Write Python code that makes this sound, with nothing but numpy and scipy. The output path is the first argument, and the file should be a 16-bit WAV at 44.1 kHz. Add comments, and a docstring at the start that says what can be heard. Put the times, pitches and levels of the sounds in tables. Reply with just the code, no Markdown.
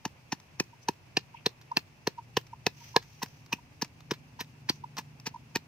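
"""On grass outdoors, a wooden pestle pounds garlic and chilies in a clay mortar, close to the microphone.
Each blow is a short crunch of flesh (clumped noise), a clack on the clay (ringing modes) and a dull low thud.
Wet pockets squelch and the bowl's air plops as filtered noise and soft tones; bits and crumbs tick.
A sleeve rubs now and then as soft noise. Behind it all lie humming far engines, a low drone and an airy hiss."""
import sys
import numpy as np
from scipy import signal
from scipy.fft import rfft, irfft, next_fast_len
from scipy.io import wavfile
from scipy.ndimage import uniform_filter1d, map_coordinates

SR = 44100
rng = np.random.default_rng(int(sys.argv[2]) if len(sys.argv) > 2 else 0)


def output_pcm(signal):
    """Save a mono or channel-first signal as 16-bit PCM at the path in sys.argv[1].

    Samples are clipped to [-1, 1] before scaling.
    """
    pcm = np.clip(np.atleast_2d(signal).T, -1, 1) * 32767
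    wavfile.write(sys.argv[1], SR, np.round(pcm).astype(np.int16))


N = 250047
SECONDS = np.arange(N) / SR  # time through the whole scene
LEAD = SR // 20  # samples kept ahead of a contact
T = np.arange(-LEAD, 2 * LEAD) / SR  # time around a contact, which is at 0
AFTER = np.maximum(T, 0)  # time since the contact

# Blows of the pestle; the levels are settings for each part of a blow.
# columns: t/s, force/dB, crushing time/s, clack on the clay/dB, air pushed from the bowl/dB, spray of juice/dB
BLOWS = [(.0536, -28, .0022, -29, -25.5, -45), (.3255, -26.5, .0045, -21, -29, -47),
         (.6005, -22.5, .0029, -18.5, -34, -40), (.8868, -23, .0025, -22, -17.5, -39),
         (1.1712, -23.5, .0031, -11.5, -29, -41), (1.464, -20.5, .0047, -14, -31, -36),
         (1.771, -22.5, .004, -9, -29, -35), (2.0737, -20, .004, -15.5, -27, -39.5),
         (2.3711, -19.5, .0035, -12, -22.5, -36), (2.667, -20.5, .0028, -8.5, -25, -38.5),
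         (2.9646, -18.2, .0035, -2.8, -14.5, -35), (3.2312, -30.5, .0083, -22, -32, -37),
         (3.531, -28, .0065, -26, -31, -39), (3.8232, -27, .0051, -24, -29, -42.5),
         (4.1139, -21.5, .0045, -20.5, -32.5, -42), (4.411, -37, .013, -26, -44, -42),
         (4.6971, -24.5, .0064, -23, -33, -37), (4.987, -35, .011, -24.5, -34, -43.5),
         (5.2711, -33.5, .0097, -28, -37, -47), (5.5593, -24.5, .0064, -17, -32, -38.5)]
# Tone of crushed flesh: f/Hz, relative level/dB
FLESH = [(200, -41), (450, 1), (630, -19), (760, -7.5), (950, -0.5), (1150, -1.5), (1450, -1), (1800, 7.5),
         (2150, -2), (2550, 4.5), (3400, -3.5), (5000, 1), (6100, 2), (7200, -14.5), (9500, -27.5),
         (16000, -48)]

USUAL_FORCE_DB, USUAL_CLACK_DB, USUAL_CRUSHING_S = -25, -18, .0045  # an average blow
CRUNCH_DB = -29  # at an average blow
CRUNCH_GROWS, CRUNCH_SPREAD_DB = .44, 1.8  # dB per dB of force; loss per doubling of the crushing time
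GRIT_DB, GRIT_DB_PER_S = 1.5, 130  # unevenness of the crunch: thick pieces break more raggedly
THUD_DB, THUD_HZ = -22.8, 298  # at an average blow
SOFTEST_THUD_HZ, THUD_OCTAVE_DB = 208, 9.5  # lowest pitch; extra force that doubles the pitch
# The thud comes sooner after a hard clack, or when thick flesh has already pushed the mortar.
THUD_LAG_S, LAG_S_PER_DB, LAG_CUSHION = .0042, .00022, .5  # average lag; s per dB of clack; s per s of crushing


def amp(db):
    """Turn decibels into an amplitude factor."""
    return 10 ** (np.asarray(db) / 20)


def unit(x):
    """Scale a sound to an rms of 1."""
    return x / np.sqrt(np.mean(x ** 2) + 1e-20)


def along(points, hz):
    """Read a curve of (Hz, value) points, drawn with straight lines on a log frequency axis."""
    f, v = np.transpose(points)
    return np.interp(np.log(hz + 1), np.log(f + 1), v)


def wobble(rate):
    """A smooth random curve through rate random points a second."""
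    points = rng.standard_normal(int(N * rate / SR) + 4)
    return map_coordinates(points, [np.arange(N) * rate / SR])


def filtered(x, response):
    """Change the strength and timing of each frequency in x by a response curve."""
    n = x.shape[-1]
    m = next_fast_len(n + LEAD)
    spectrum = rfft(x, m) * response(np.fft.rfftfreq(m, 1 / SR))
    return irfft(spectrum, m)[..., :n]


def add(track, s, sound):
    """Lay a contact's sound into the track, with the contact at s seconds."""
    at = round(s * SR) - LEAD + np.arange(len(T))
    inside = (at >= 0) & (at < N)
    track[at[inside]] += sound[inside]


def swell(rise, t60):
    """A bell-shaped rise to the contact, then a fall by 60 dB in t60 seconds."""
    return np.exp(-(np.minimum(T, 0) / rise) ** 2) * amp(-60 * AFTER / t60)


def crackle(envelope, spectrum, spread_db):
    """Tiny ruptures of uneven size, in clumps of a millisecond, with the energy of the envelope."""
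    clumps = unit(uniform_filter1d(rng.standard_normal(len(T)), size=44))
    bursts = rng.standard_normal(len(T)) * amp(spread_db * clumps) * envelope
    sound = filtered(bursts, lambda hz: amp(along(spectrum, hz)))
    return unit(sound) * np.sqrt(np.mean(envelope ** 2))


def hollow(hz, width_hz, envelope):
    """A resonance kept ringing by random ruptures, with the energy of the envelope."""
    def resonance(f):
        damping = 1j * f * width_hz
        return (damping / (hz * hz - f * f + damping)) ** 2

    sound = filtered(rng.standard_normal(len(T)) * envelope, resonance)
    return unit(sound) * np.sqrt(np.mean(envelope ** 2))


def rush(spectrum):
    """Steady stereo noise: alike in the bass, mostly unrelated in the treble and opposed at the very top."""
    # Left-right likeness of the background: f/Hz, likeness (1 same, 0 unrelated, -1 opposite)
    likeness = [(60, 1), (130, 0.84), (290, 0.69), (640, 0.3), (1410, -0.029), (3100, -0.0088),
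                (6820, -0.016), (15000, -0.75)]

    def mid_and_side(hz):
        turn = np.arccos(np.clip(along(likeness, hz), -1, 1)) / 2
        return amp(along(spectrum, hz)) * np.array([np.cos(turn), np.sin(turn)])

    mid, side = filtered(rng.standard_normal((2, N)), mid_and_side)
    return np.array([mid + side, mid - side]) / np.std(mid)


def road_position(closest_s, half_s):
    """Place at steady speed: 0 when closest, 1 when as far along the road as the road is away."""
    return (SECONDS - closest_s) / half_s


def engine(rate, road, orders):
    """A far exhaust note: multiples of the cycle rate that each waver on their own and fade with distance."""
    turn = 2 * np.pi * np.cumsum(rate) / SR
    note = np.zeros(N)
    for multiple, level in orders:
        strength = amp(level + 2 * wobble(2.96))
        note += strength * np.sin(multiple * turn + .8 * wobble(3.6))
    return note / np.hypot(1, road)


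def engines():
    """One engine passes and drops in pitch; another draws near, easing off and picking up."""
    # Exhaust notes of the passing engine: multiple of the cycle rate, relative level/dB
    passing_orders = [(2, -13.5), (3, -28), (4, 4), (5, 0), (6, -16), (8, -16.5), (10, -21)]
    # Exhaust notes of the nearing engine: multiple of the cycle rate, relative level/dB
    nearing_orders = [(3, -20.5), (4, -10), (5, -2), (6, 1), (7, -22.5), (8, -15), (9, -8), (10, -8),
                      (11, -11.5), (12, -22)]
    # Speed of the nearing engine: t/s, cycle rate/Hz
    nearing_speed = [(0, 23.3), (3, 24.5), (3.85, 26.6), (4.35, 25), (4.8, 24), (5.1, 24.5), (5.4, 25.6)]

    first = road_position(closest_s=2.7, half_s=.3)
    second = road_position(closest_s=4.9, half_s=.8)
    passing_rate_hz, doppler_share = 28.8, .045  # steady speed; largest pitch shift either side
    heard_rate = passing_rate_hz * (1 - doppler_share * first / np.hypot(1, first))
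    passing = engine(heard_rate, first, passing_orders)
    nearing = engine(np.interp(SECONDS, *np.transpose(nearing_speed)), second, nearing_orders)
    return amp(-59.5) * passing + amp(-56.5) * nearing


def outdoors():
    """Far traffic and engines under a soft, slightly flickering hiss of air and leaves, made of noise."""
    # Tone of the traffic drone: f/Hz, relative level/dB
    traffic_tone = [(20, -24), (40, -22), (65, -9), (95, -4), (125, -1), (160, -6.5), (200, -12),
                    (270, -17.5), (380, -25), (700, -54)]
    # Tone of the airy hiss: f/Hz, relative level/dB
    air_tone = [(180, -14), (310, -1), (520, -4), (930, -1.5), (1300, -8), (1800, -7.5), (2650, -2.5),
                (3000, -9.5), (3700, -15), (5000, -12.5), (6200, -14), (7300, -21), (10000, -24),
                (13800, -20), (16000, -24)]

    drone_level = -60 + .3 * SECONDS + wobble(11)  # dB, slowly rising
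    drone = amp(drone_level) * rush(traffic_tone)
    air = rush(air_tone)
    low = filtered(air, lambda hz: 1 / (1 + (hz / 3200) ** 8))
    breeze = amp(-63 + .8 * wobble(42)) * unit(low)
    leaves = amp(-68.7 + 0.796 * wobble(56)) * unit(air - low)
    return engines() + drone + breeze + leaves


def yard(x):
    """A short scatter from the ground and the body nearby: fading noise echoes, new every 0.3 s."""
    # How long the scatter lasts: f/Hz, time to fall by 60 dB/s
    fading = [(150, .09), (900, 0.087), (3000, 0.12), (6000, 0.11), (14000, 0.076)]
    step = SR * 3 // 10
    out = np.zeros((2, N + SR))
    for start in range(0, N, step):
        hz, t, z = signal.stft(rng.standard_normal((2, SR // 4)), SR, nperseg=256)
        decay = amp(-60 * t / along(fading, hz)[:, None])
        tail = signal.istft(z * decay, SR, nperseg=256)[1]
        piece = x[None, start:start + step]
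        echo = signal.fftconvolve(piece, tail / np.linalg.norm(tail[0]), axes=1)
        out[:, start:start + echo.shape[1]] += echo
    return out[:, :N]


def rubbing():
    """Sleeve and hand brush softly as the grip shifts: noise that swells, fades and flutters."""
    # Tone of cloth: f/Hz, relative level/dB
    cloth = [(400, -12), (1000, -5), (1500, -8), (2600, -1), (3600, -9), (5000, -3), (6100, 3), (7100, -14),
             (10000, -20), (14000, -5), (16000, -12)]
    # Rubs: t/s, level/dB, half length/s, centre of the favoured band f/Hz, half width of that band/octaves
    rubs = [(.833, -62.5, .017, 5600, .6), (1.375, -56, .028, 2600, .22), (2.86, -54.8, .1, 3200, 1.3),
            (3.2, -63.5, .25, 3700, 1.3), (4.73, -60, .05, 5000, .7)]
    out = np.zeros((2, N))
    for s, db, half, centre_hz, octaves in rubs:
        def tone(hz):
            away = np.log2((hz + 1) / centre_hz) / octaves
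            return amp(along(cloth, hz) - 3 * away ** 2)

        fibres = filtered(rng.standard_normal((2, N)), tone)
        out += amp(db) * np.exp(-((SECONDS - s) / half) ** 2) * unit(fibres)
    return out * amp(2.2 * wobble(140))


def bits():
    """Larger bits of garlic and chili snap as small wet ticks; after each blow a few crumbs drop back."""
    # Snapping bits: t/s, level/dB, length/s
    snaps = [(1.19, -46, .0026), (1.615, -52.5, .0043), (1.792, -46, .0034), (3.027, -52, .011),
             (3.2615, -39.5, .00063), (3.463, -49, .0018), (3.815, -36, .0016), (3.847, -41.5, .0039),
             (4.007, -50.5, .0038), (4.138, -45, .0074), (4.97, -35, .0015), (5.2, -49.5, .003),
             (5.57, -31, .0013)]
    # Tone of a tick: f/Hz, relative level/dB
    tick = [(300, -19), (1000, 0.5), (2500, -1.5), (3400, -3.5), (5000, 0), (6200, -3), (7500, -10.5),
            (10000, -25.5), (14000, -11.5), (16000, -22)]
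    crumbs = []
    for s, *_ in BLOWS:
        for _ in range(3):
            delay = 0.011 + .015 * rng.exponential()  # s
            crumbs.append((s + delay, -58 + 2.8 * rng.standard_normal(), .003))
    track = np.zeros(N)
    for s, db, length in [*snaps, *crumbs]:
        add(track, s, amp(db) * crackle(swell(length / 2, t60=7 * length), tick, spread_db=5))
    return track


def bowl_note(half):
    """A soft, hollow note of the air between pestle and bowl; the pitch sags and a faint ring stays."""
    hz = 950 * (1 + .015 * rng.standard_normal())
    note = np.exp(-(T / half) ** 2) * np.sin(2 * np.pi * hz * (T - 0.89 * T ** 2))
    ring = amp(-21) * hollow(hz, width_hz=250, envelope=swell(half, t60=.07))
    wet = amp(-28) * crackle(swell(half, t60=.02), FLESH, spread_db=8.5)
    return note + ring + wet


def plops():
    """The air in the bowl sounds as the wet pestle lets go of the paste or first touches it."""
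    # Soft hollow plops of the bowl's air: t/s, level/dB, half length/s
    air_notes = [(.736, -49, .0056), (1.349, -39.5, .0045), (1.7205, -27.5, .0042), (2.189, -34, .0075),
                 (2.536, -34.5, .0045), (2.82, -50, .011), (2.948, -37.5, .004), (3.221, -31, .0022),
                 (3.5244, -36.5, .0034), (3.59, -49, .0064), (4.396, -36, .0035), (4.843, -32, .0038),
                 (5.347, -36.5, .0043), (5.362, -35.5, .0043)]
    track = np.zeros(N)
    for s, db, half in air_notes:
        add(track, s, amp(db) * bowl_note(half))
    return track


def squelches():
    """Wet pockets burst under the pestle; small ones ring higher and are more damped."""
    # Bursting juicy pieces: t/s, level/dB, f/Hz
    pockets = [(.6005, -32, 2470), (1.1712, -22, 2640), (1.1722, -25, 5000), (1.464, -22, 4100),
               (1.771, -23.5, 2610), (2.3711, -22.5, 2950), (2.667, -25, 2600), (2.9646, -21, 1720),
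               (3.531, -23.5, 2580), (3.8232, -28.5, 5140), (4.6971, -22.5, 4550), (5.5593, -27, 2500)]
    burst = swell(rise=.0033, t60=.018)
    track = np.zeros(N)
    for s, db, hz in pockets:
        add(track, s, amp(db) * hollow(hz, width_hz=hz ** 2 / 22000, envelope=burst))
    return track


def pressing(crushing):
    """Pressure on the flesh: a first touch, a rise to the contact and a fall, with faint stirring around it."""
    touch = np.clip((T + 1.75 * crushing) / 0.0035, 0, 1) ** 2
    fall = swell(crushing, t60=0.015 + 3.26 * crushing)  # thick pieces take longer to give way
    stirring = amp(-26) * swell(.005 + 1.2 * crushing, t60=0.08)
    return touch * fall + stirring


def clack():
    """The pestle meets clay through a film of paste: modes start together, each time at new strengths."""
    # Ringing modes of the clay: f/Hz, relative level/dB, time to fall by 60 dB/s
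    clay_modes = [(447, -5.5, 0.03), (738, -3.5, 0.02), (1270, -9.5, 0.009), (1785, -5.5, 0.024),
                  (2566, -7.5, 0.017), (2910, -15.5, 0.015), (3800, -5.5, 0.0071), (4200, 0, 0.0065),
                  (4630, 4.5, 0.0037), (5210, 1, 0.0027), (6150, -16.5, 0.0042), (13100, -20.5, 0.0068)]
    hz, db, t60 = np.transpose(clay_modes)[:, :, None]
    size, detune = rng.standard_normal((2, len(clay_modes), 1))
    strength = amp(db + 2.2 * size - 60 * AFTER / t60)
    ring = np.sum(strength * np.sin(2 * np.pi * hz * (1 + 0.022 * detune) * AFTER), 0)
    ring *= 1 - np.exp(-AFTER / 0.0002)  # the paste softens the start
    ring = filtered(ring, lambda f: 1 - 1 / (1 + (f / 330) ** 4))  # a small bowl radiates little bass
    return 0.31 * unit(ring) * np.sqrt(0.0015 * SR / len(T))


def thud(hz):
    """The mortar is shoved into the turf: a short low pulse and a deeper tone, with the treble cut away."""
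    body = -np.cos(2 * np.pi * hz * T) * swell(rise=0.0013, t60=0.014)
    turf = np.sin(2 * np.pi * 150 * AFTER) * amp(-60 * AFTER / 0.022)
    return filtered(body + amp(-1) * turf, lambda f: (1 - 1 / (1 + (f / 95) ** 4)) / (1 + (f / 590) ** 14))


def pounding():
    """Flesh gives way until the pestle stops and the mortar takes the blow; force and crushing time shape it."""
    # Tone of spurting juice: f/Hz, relative level/dB
    juice = [(3000, -40), (6000, -5), (7800, 0), (10000, -9), (12000, -3), (13600, 3), (15200, 0),
             (16000, -8)]
    track = np.zeros(N)
    for s, force_db, crushing, clack_db, air_db, spray_db in BLOWS:
        effort_db = force_db - USUAL_FORCE_DB
        pressure = pressing(crushing)

        thickness = np.log2(crushing / USUAL_CRUSHING_S)
        crunch_db = CRUNCH_DB + CRUNCH_GROWS * effort_db - CRUNCH_SPREAD_DB * thickness
        grit_db = GRIT_DB + GRIT_DB_PER_S * crushing
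        crunch = amp(crunch_db) * crackle(pressure, FLESH, spread_db=grit_db)

        jet = swell(0.44 * crushing, t60=0.019 + 2.0 * crushing)  # juice spurts at peak pressure
        jet += amp(-28) * swell(2 * crushing, t60=0.26)
        spray = amp(spray_db) * crackle(jet, juice, spread_db=3.5)

        bowl = amp(air_db - 3.5) * hollow(942, width_hz=200, envelope=pressure)

        sooner = LAG_S_PER_DB * (clack_db - USUAL_CLACK_DB)
        cushion = LAG_CUSHION * (crushing - USUAL_CRUSHING_S)
        lag = THUD_LAG_S - sooner - cushion
        thud_hz = max(SOFTEST_THUD_HZ, THUD_HZ * 2 ** (effort_db / THUD_OCTAVE_DB))  # harder sounds higher

        add(track, s - .0012, bowl)  # air escapes ahead of the contact
        add(track, s, crunch + spray)
        add(track, s - .0003, amp(clack_db + 2.2) * clack())
        add(track, s + lag, amp(THUD_DB + effort_db) * thud(thud_hz))
    return track


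def scene():
    """The mortar close to two microphone ports, with its scatter, the rubbing and the outdoors."""
    # Loudness of the mortar at the two ports: f/Hz, left minus right/dB
    port_level = [(100, -1.5), (780, 0), (1000, -2.5), (1600, 0), (2100, -3), (2800, 1), (3200, -4),
                  (4800, -3), (5700, 11), (7200, 0), (8700, 5), (13000, 0)]
    # Timing of the mortar at the two ports: f/Hz, lead of the left/radians
    port_phase = [(550, 0), (850, -.55), (2050, -.35), (2800, .6), (3350, -1), (4300, -.4), (5100, .6),
                  (6200, 1.7), (9000, 1.5), (13000, 1.2)]
    mortar = pounding() + squelches() + plops() + bits()
    sides = np.array([[.5], [-.5]])  # left and right each take half of a difference

    def ports(hz):
        return amp(sides * along(port_level, hz)) * np.exp(1j * sides * along(port_phase, hz))

    near = filtered(mortar, ports)
    # the treble drifts slowly and randomly between left and right
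    treble = filtered(mortar, lambda hz: 1j * hz / np.hypot(hz, 1800))
    drift = amp(2) * wobble(3.4) * treble
    return near + sides * drift + amp(-18.5) * yard(mortar) + rubbing() + outdoors()


def record(dry):
    """The microphone rounds off the very highest peaks; a steep cut removes what lies above 15.8 kHz."""
    rounded = dry / (1 + (dry / .8) ** 6) ** (1 / 6)
    return filtered(rounded, lambda hz: 1 / (1 + (hz / 15800) ** 120))


dry = scene()
out = record(dry)
output_pcm(out)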